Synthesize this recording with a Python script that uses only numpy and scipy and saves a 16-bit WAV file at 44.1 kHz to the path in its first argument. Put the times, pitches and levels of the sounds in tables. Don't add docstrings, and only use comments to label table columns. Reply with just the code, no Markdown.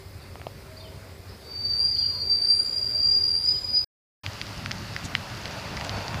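import sys
import numpy as np
from scipy import signal
from scipy.fft import rfft, irfft, next_fast_len
from scipy.io import wavfile
from scipy.ndimage import uniform_filter1d, map_coordinates

SR = 44100
rng = np.random.default_rng(int(sys.argv[2]) if len(sys.argv) > 2 else 0)


def log_audio(samples):
    frames = np.atleast_2d(samples).T
    limited = np.clip(frames, -1, 1)
    pcm = np.round(limited * 32767).astype(np.int16)
    wavfile.write(sys.argv[1], SR, pcm)


N = 273414
SNOW_END_S, RAIN_START_S = 3.846, 4.234


def amp(db):
    return 10 ** (np.asarray(db) / 20)


def unit(x):
    return x / np.sqrt(np.mean(np.abs(x) ** 2) + 1e-20)


def clock():
    return np.arange(N) / SR


def curve(rows):
    return np.interp(clock(), *np.transpose(rows))


def during(start_s, end_s, fade_s):
    return np.clip(np.minimum(clock() - start_s, end_s - clock()) / fade_s, 0, 1)


def wobble(rate_hz):
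    return map_coordinates(rng.standard_normal(8192), [clock() * rate_hz + 2], mode="wrap")


def filtered(x, response):
    size = next_fast_len(N + 8192)
    return irfft(rfft(x, size) * response(np.fft.rfftfreq(size, 1 / SR)), size)[:N]


def rush(spectrum, patchy_db):
    bins = signal.stft(rng.standard_normal(N), nperseg=512)[2]
    patches = uniform_filter1d(rng.standard_normal(bins.shape), size=4, axis=0)
    patches = uniform_filter1d(patches, size=12, axis=1)
    noise = signal.istft(bins * amp(patchy_db * unit(patches)), nperseg=512)[1][:N]
    hz, db = np.transpose(spectrum)
    return unit(filtered(noise, lambda f: amp(np.interp(np.log(f + 1), np.log(hz), db, left=-120))))


def spin(hz):
    return np.exp(2j * np.pi * np.cumsum(hz) / SR)


def scattered(share, rate_hz):
    reflections = unit(wobble(rate_hz) + 1j * wobble(rate_hz))
    return np.sqrt(1 - share) + np.sqrt(share) * reflections


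def hum(tones, share, rate_hz):
    return sum(np.sqrt(2) * amp(db) * (spin(np.full(N, hz)) * scattered(share, rate_hz)).real
               for hz, db in tones)


def whistle(length_s, start_hz, end_hz, arch_hz):
    progress = np.linspace(0, 1, int(length_s * SR))
    arch = np.sin(np.pi * progress)
    return arch * spin(start_hz + (end_hz - start_hz) * progress + arch_hz * arch).imag


def tap(modes, centre_hz, width_octaves, contact_s, crack_db):
    t = np.arange(SR // 25) / SR
    ring = np.zeros(len(t))
    for k, (hz, db, t60_s) in enumerate(modes):
        weight = 1 / (1 + (np.log2(hz / centre_hz) / width_octaves) ** 2)
        spread_db, detune = rng.normal(0, 1.5), rng.normal(1, .04)
        envelope = weight * amp(db + spread_db - 60 * t / t60_s)
        ring += (-1) ** k * envelope * np.sin(2 * np.pi * hz * detune * t)
    ring *= 1 - np.exp(-t / contact_s)
    crack = rng.standard_normal(len(t)) * amp(crack_db - 60 * t / .004)
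    crack = signal.lfilter(*signal.butter(2, 6500, fs=SR), crack)
    return ring / np.abs(ring).max() + crack


def add(track, start_s, sound):
    part = track[max(round(start_s * SR), 0):][:len(sound)]
    part += sound[:len(part)]


def yard_echo(x, t60_s):
    t = np.arange(SR // 2) / SR
    tail = rng.standard_normal(len(t)) * amp(-60 * t / t60_s) * (t > .01)
    return signal.fftconvolve(x, tail / np.linalg.norm(tail))[:N]


# (frequency [Hz], relative density [dB])
EXHAUST_SPECTRUM = [(12, -38.5), (20, -20.5), (86, 6), (103, 0), (124, 0), (320, -23), (420, -42.5),
                    (700, -120)]
ROLLING_SPECTRUM = [(120, -33), (200, -4.5), (258, -4.5), (338, -6), (384, -3.5), (465, -5), (640, -8.5),
                    (727, -10), (1540, -13), (1640, -14.5), (2480, -16), (3000, -25.5), (4610, -17.5),
                    (6650, -34.5), (9000, -41.5), (11700, -61), (19800, -120)]
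HISS_SPECTRUM = [(1500, -23.5), (2100, 4.5), (3200, 2), (7000, -0.5), (10000, -1), (15000, -2)]
# (frequency [Hz], level [dB])
ENGINE_TONES = [(79, -68.5), (97, -55), (388, -57.5), (554, -64), (2083, -69.5)]


def locomotive(curve_entry_s=1.3, curve_full_s=1.85):
    in_curve = np.interp(clock(), [curve_entry_s, curve_full_s], [0, 1])
    exhaust = amp(-45.5 + .75 * wobble(20)) * rush(EXHAUST_SPECTRUM, patchy_db=1.5)
    rolling = amp(-50 + 1.24 * in_curve + .8 * wobble(12)) * rush(ROLLING_SPECTRUM, patchy_db=1.6)
    hiss = amp(-56.5 + 3 * in_curve) * rush(HISS_SPECTRUM, patchy_db=1.9)
    return exhaust + rolling + hiss + gear_moans() + hum(ENGINE_TONES, share=.38, rate_hz=10)


# (time [s], level [dB])
SCRAPE_LEVEL = [(0, -62), (1.25, -62), (1.285, -52), (1.38, -58.5), (2.3, -54), (2.9, -56), (3.6, -47.5)]
# (frequency [Hz], relative density [dB])
FLANGE_SPECTRUM = [(2600, -19.5), (3400, -12), (4200, -7), (5100, 1.5), (5800, -22.5), (8000, -40.5)]


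def flange_scrape():
    return amp(curve(SCRAPE_LEVEL) + 1.3 * wobble(37)) * rush(FLANGE_SPECTRUM, patchy_db=1.5)


# (time [s], length [s], start pitch [Hz], end pitch [Hz], arch [Hz], relative level [dB])
BIRD_CHIRPS = [(.215, 0.018, 4860, 4080, 90, -50), (0.764, 0.025, 3990, 4750, 340, -44.5),
               (.792, 0.039, 3850, 3860, 540, -52), (0.798, 0.025, 3480, 3430, 202, -49.5),
               (0.83, 0.052, 3410, 2970, -110, -52), (1.397, 0.04, 4580, 2680, 80, -58),
               (1.955, 0.029, 2740, 3940, -150, -50), (1.993, .033, 3400, 3080, 170, -50),
               (2.026, .024, 3100, 2890, -30, -48), (3.48, .044, 3680, 3220, 208, -50.5),
               (3.53, 0.046, 3360, 2930, -10, -51), (5.911, .058, 4520, 4190, 129, -44)]


def bird():
    song = np.zeros(N)
    for start_s, length_s, start_hz, end_hz, arch_hz, db in BIRD_CHIRPS:
        add(song, start_s, amp(db + 2.5) * whistle(length_s, start_hz, end_hz, arch_hz))
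    return song + amp(-2.5) * yard_echo(song, t60_s=.5)


# (time [s], relative level [dB])
FINGER_KNOCKS = [(0.356, -32), (0.397, -35.5), (0.4157, -31.5), (0.468, -20)]
# (frequency [Hz], relative level [dB], t60 [s])
CASE_MODES = [(380, -5, .013), (660, 0, .014), (1150, -4, .011), (2500, -8, .006)]


def knocks(click_band_hz=(500, 3000), click_t60_s=.006, thud_hz=130, thud_t60_s=.04):
    out, t = np.zeros(N), np.arange(SR // 25) / SR
    click_filter = signal.butter(3, click_band_hz, "bandpass", fs=SR)
    thud = amp(-13 - 60 * t / thud_t60_s) * np.sin(2 * np.pi * thud_hz * t)
    for start_s, db in FINGER_KNOCKS:
        ring = tap(CASE_MODES, centre_hz=640, width_octaves=1.1, contact_s=.00016, crack_db=-24)
        burst = rng.standard_normal(len(t)) * amp(4 - 60 * t / click_t60_s)
        click = signal.lfilter(*click_filter, burst)
        add(out, start_s, amp(db) * (ring + click + thud))
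    return out


# (time [s], length [s], start pitch [Hz], end pitch [Hz], relative level [dB])
GEAR_MOANS = [(0.622, 0.35, 620, 645, -49.5), (0.85, 0.31, 632, 657, -54.5), (2.12, 0.11, 975, 1000, -53),
              (2.704, 0.2, 642, 592, -53), (2.899, .19, 601.3, 658, -48)]


def gear_moans():
    out = np.zeros(N)
    for start_s, length_s, start_hz, end_hz, db in GEAR_MOANS:
        add(out, start_s, amp(db + .5) * whistle(length_s, start_hz, end_hz, arch_hz=3.2))
    return out * amp(2.3 * wobble(25))


def wheel_envelope(levels, fade_s=.03):
    return amp(curve(levels)) * during(levels[0][0] - fade_s, levels[-1][0] + fade_s, fade_s)


def wheel_mode(pitch, envelope, chatter, jitter_hz, tremble_db, chatter_hz):
    level = np.sqrt(2) * envelope * amp(tremble_db * wobble(45))
    return level * spin(curve(pitch) + jitter_hz * wobble(50)) * scattered(chatter, chatter_hz)


# (time [s], frequency [Hz])
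FRONT_WHEEL_PITCH = [(1.44, 4602), (1.7, 4630), (1.95, 4580), (2.15, 4640), (2.41, 4630), (2.79, 4780),
                     (2.95, 4720), (3.17, 4785), (3.32, 4730), (3.54, 4770)]
REAR_WHEEL_PITCH = [(1.73, 4705), (1.92, 4798), (2.04, 4742), (2.14, 4750), (2.28, 4690), (2.57, 4708),
                    (2.66, 4810), (2.88, 4845), (3.16, 4790), (3.41, 4830), (3.48, 4918), (3.61, 4945),
                    (3.74, 4914), (3.85, 4945)]
# (time [s], relative level [dB])
FRONT_WHEEL_LEVEL = [(1.44, -57), (1.54, -36), (1.71, -22.5), (1.83, -34.5), (1.95, -32), (2.14, -52),
                     (2.32, -55), (2.42, -24), (2.62, -31.5), (2.95, -27), (3.07, -20), (3.25, -31.5),
                     (3.33, -22.5), (3.48, -31), (3.54, -45)]
REAR_WHEEL_LEVEL = [(1.73, -38), (1.83, -20), (1.93, -25), (2.04, -20.5), (2.17, -34), (2.331, -18.5),
                    (2.42, -29.5), (2.51, -19.5), (2.58, -18.5), (2.65, -30), (2.95, -31), (3.181, -19),
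                    (3.42, -32), (3.5, -19), (3.61, -36), (3.791, -18), (3.85, -32)]
OCTAVE_LEVEL = [(1.55, -75), (1.74, -65), (1.83, -49), (1.93, -60), (2.21, -70), (2.46, -47), (2.62, -43.5),
                (2.7, -57), (3.25, -59.5), (3.39, -48), (3.57, -68), (3.84, -62)]


def squeal(lock_db=-21.5, lock_width_db=2.5):
    front_env, rear_env = wheel_envelope(FRONT_WHEEL_LEVEL), wheel_envelope(REAR_WHEEL_LEVEL)
    level = np.hypot(front_env, rear_env) + 1e-4
    chatter = .68 / (2.5 + np.exp((20 * np.log10(level) - lock_db) / lock_width_db))
    front = wheel_mode(FRONT_WHEEL_PITCH, front_env, .75 * chatter,
                       jitter_hz=9, tremble_db=1.2, chatter_hz=150)
    rear = wheel_mode(REAR_WHEEL_PITCH, rear_env, chatter, jitter_hz=8, tremble_db=1.1, chatter_hz=165)
    doubled = sum(wheel * np.exp(1j * np.angle(wheel)) for wheel in (front, rear))
    octave = doubled / (level + .004) * amp(curve(OCTAVE_LEVEL) + .5) * scattered(.2, rate_hz=170)
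    skirt = amp(-21) * (front + rear) * scattered(1, rate_hz=330)
    sound = (amp(-1.05) * (front + rear) + skirt + octave).real + side_modes()
    return sound + amp(-15) * yard_echo(sound, t60_s=.4)


# (start [s], end [s], start pitch [Hz], end pitch [Hz], relative level [dB])
SIDE_MODES = [(1.94, 2.25, 4330, 4368, -36.5), (2.42, 2.62, 4250, 4260, -52), (2.43, 2.6, 5165, 5185, -49),
              (2.48, 2.79, 7250, 7360, -56), (2.61, 2.76, 4375, 4375, -53), (2.77, 3.2, 7430, 7390, -63),
              (2.98, 3.14, 4385, 4385, -52), (3.02, 3.1, 7130, 7130, -56), (3.2, 3.27, 4920, 4920, -39),
              (3.42, 3.69, 7420, 7350, -56.5)]


def side_modes():
    out = np.zeros(N)
    for start_s, end_s, start_hz, end_hz, db in SIDE_MODES:
        hz = np.interp(clock(), [start_s, end_s], [start_hz, end_hz])
        tone = (spin(hz) * scattered(.3, rate_hz=start_hz / 36)).real
        out += amp(db + 3 + 1.5 * wobble(18)) * during(start_s, end_s, fade_s=.033) * tone
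    return out


# (frequency [Hz], relative density [dB])
RUMBLE_SPECTRUM = [(12, -50), (20, -15), (98, 6.5), (203, 0), (247, -6), (304, -10.5), (370, -10.5),
                   (405, -34), (450, -43), (580, -63), (990, -120)]
ROAR_SPECTRUM = [(180, -48), (300, 1), (372, -14), (404, -2.5), (453, -5), (585, 0), (939, 0), (1180, -7),
                 (1490, -3.5), (1790, -10.5), (2760, -8.5), (3090, -34), (3500, -11.5), (4550, -47),
                 (7700, -120)]
WET_SPECTRUM = [(800, -21), (1200, -1), (1500, -5.5), (1900, -3), (2350, -8), (2800, -3.5), (3500, -9),
                (4800, -3.5), (6000, -12.5), (7200, -16.5), (8500, -24), (11000, -26), (15000, -44.5)]
FINE_HISS_SPECTRUM = [(5000, -26), (8000, -7), (11000, -6.5), (15000, -7)]
# (time [s], relative level [dB])
RUMBLE_LEVEL = [(4.45, -42.5), (4.52, -39), (5.45, -41), (5.51, -36.5), (5.65, -39.5), (5.98, -36.5),
                (6.19, -35.5)]
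# (frequency [Hz], level [dB])
MOTOR_TONES = [(101, -48.5), (200, -68.5), (411, -61.5), (565, -58), (605, -61)]


def electric_train(near_s=5.94):
    nearness = np.clip((clock() - RAIN_START_S) / (near_s - RAIN_START_S), 0, 1) ** 1.96
    rumble = amp(curve(RUMBLE_LEVEL) + 1 + 1.3 * wobble(22)) * rush(RUMBLE_SPECTRUM, patchy_db=2)
    roar = amp(-46.5 + 10 * nearness + 1.1 * wobble(30)) * rush(ROAR_SPECTRUM, patchy_db=1.2)
    wet_hiss = amp(-43.5 + 2 * nearness + .5 * wobble(12)) * rush(WET_SPECTRUM, patchy_db=.9)
    fine_hiss = amp(-57.5) * rush(FINE_HISS_SPECTRUM, patchy_db=1.5)
    return rumble + roar + wet_hiss + fine_hiss + hum(MOTOR_TONES, share=.28, rate_hz=15)


# (time [s], relative level [dB], ring centre [Hz])
NEAR_DROPS = [(4.2632, -12, 2900), (4.4142, -10.5, 3100), (4.4674, -24, 4750), (4.6597, -14, 2150),
              (4.7106, -14.5, 2080), (4.7152, -10.5, 4040), (4.9635, -12.5, 2200), (5.1511, -3.5, 2300),
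              (5.4559, -14.5, 3120), (5.7684, -18.5, 4800), (5.7729, -17.5, 2280), (5.8107, -17, 2180),
              (5.894, -13, 4330), (6.0807, -16.5, 5260), (6.1436, -18.5, 2050), (5.849, -20, 2680),
              (4.354, -31, 2720)]
# (frequency [Hz], relative level [dB], t60 [s])
SHELL_MODES = [(1430, -0.5, 0.0066), (1900, 2.5, 0.0041), (2854, 0.5, 0.003), (4710, 1, 0.0035),
               (6330, -6.5, 0.0028)]
# (time [s], length [s], level [dB])
SPRAY_BURSTS = [(5.035, 0.037, -37.5), (5.844, 0.0082, -35)]
# (frequency [Hz], relative density [dB])
SPRAY_SPECTRUM = [(3500, 2.5), (5000, -3), (7200, -2), (10000, -16.5), (15000, -26)]


def rain(faint_count=110, second_push_s=.00095):
    ticks = np.zeros(N)
    for start_s, db, centre_hz in NEAR_DROPS:
        hit_s = start_s + .0005
        tick = amp(db - 2.2) * tap(SHELL_MODES, centre_hz, width_octaves=.85,
                                   contact_s=.00008, crack_db=-16)
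        add(ticks, hit_s, tick)
        add(ticks, hit_s + second_push_s * rng.uniform(.88, 1.12), amp(-9) * tick)
    for when, size, octaves in rng.random((faint_count, 3)):
        hit_s = RAIN_START_S + when * (N / SR - RAIN_START_S)
        tick = tap(SHELL_MODES, 4000 * 2 ** octaves, width_octaves=.5, contact_s=.0001, crack_db=-16)
        add(ticks, hit_s, amp(-38 + 11 * size ** 2) * tick)
    bursts = sum(amp(db) * during(start_s, start_s + length_s, fade_s=length_s / 2)
                 for start_s, length_s, db in SPRAY_BURSTS)
    spray = bursts * rush(SPRAY_SPECTRUM, patchy_db=1.5)
    return ticks + spray + amp(-22.5) * yard_echo(ticks, t60_s=.021)


def scene():
    chirps = bird()
    snowy = locomotive() + squeal() + flange_scrape() + knocks() + chirps
    rainy = electric_train() + rain() + chirps
    snowy *= during(-1, SNOW_END_S, fade_s=.002)
    rainy *= during(RAIN_START_S, 7, fade_s=.002)
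    return (snowy + rainy)[None]


def record(dry):
    return filtered(dry[0], lambda hz: hz < 15250)[None]


dry = scene()
out = record(dry)
log_audio(out)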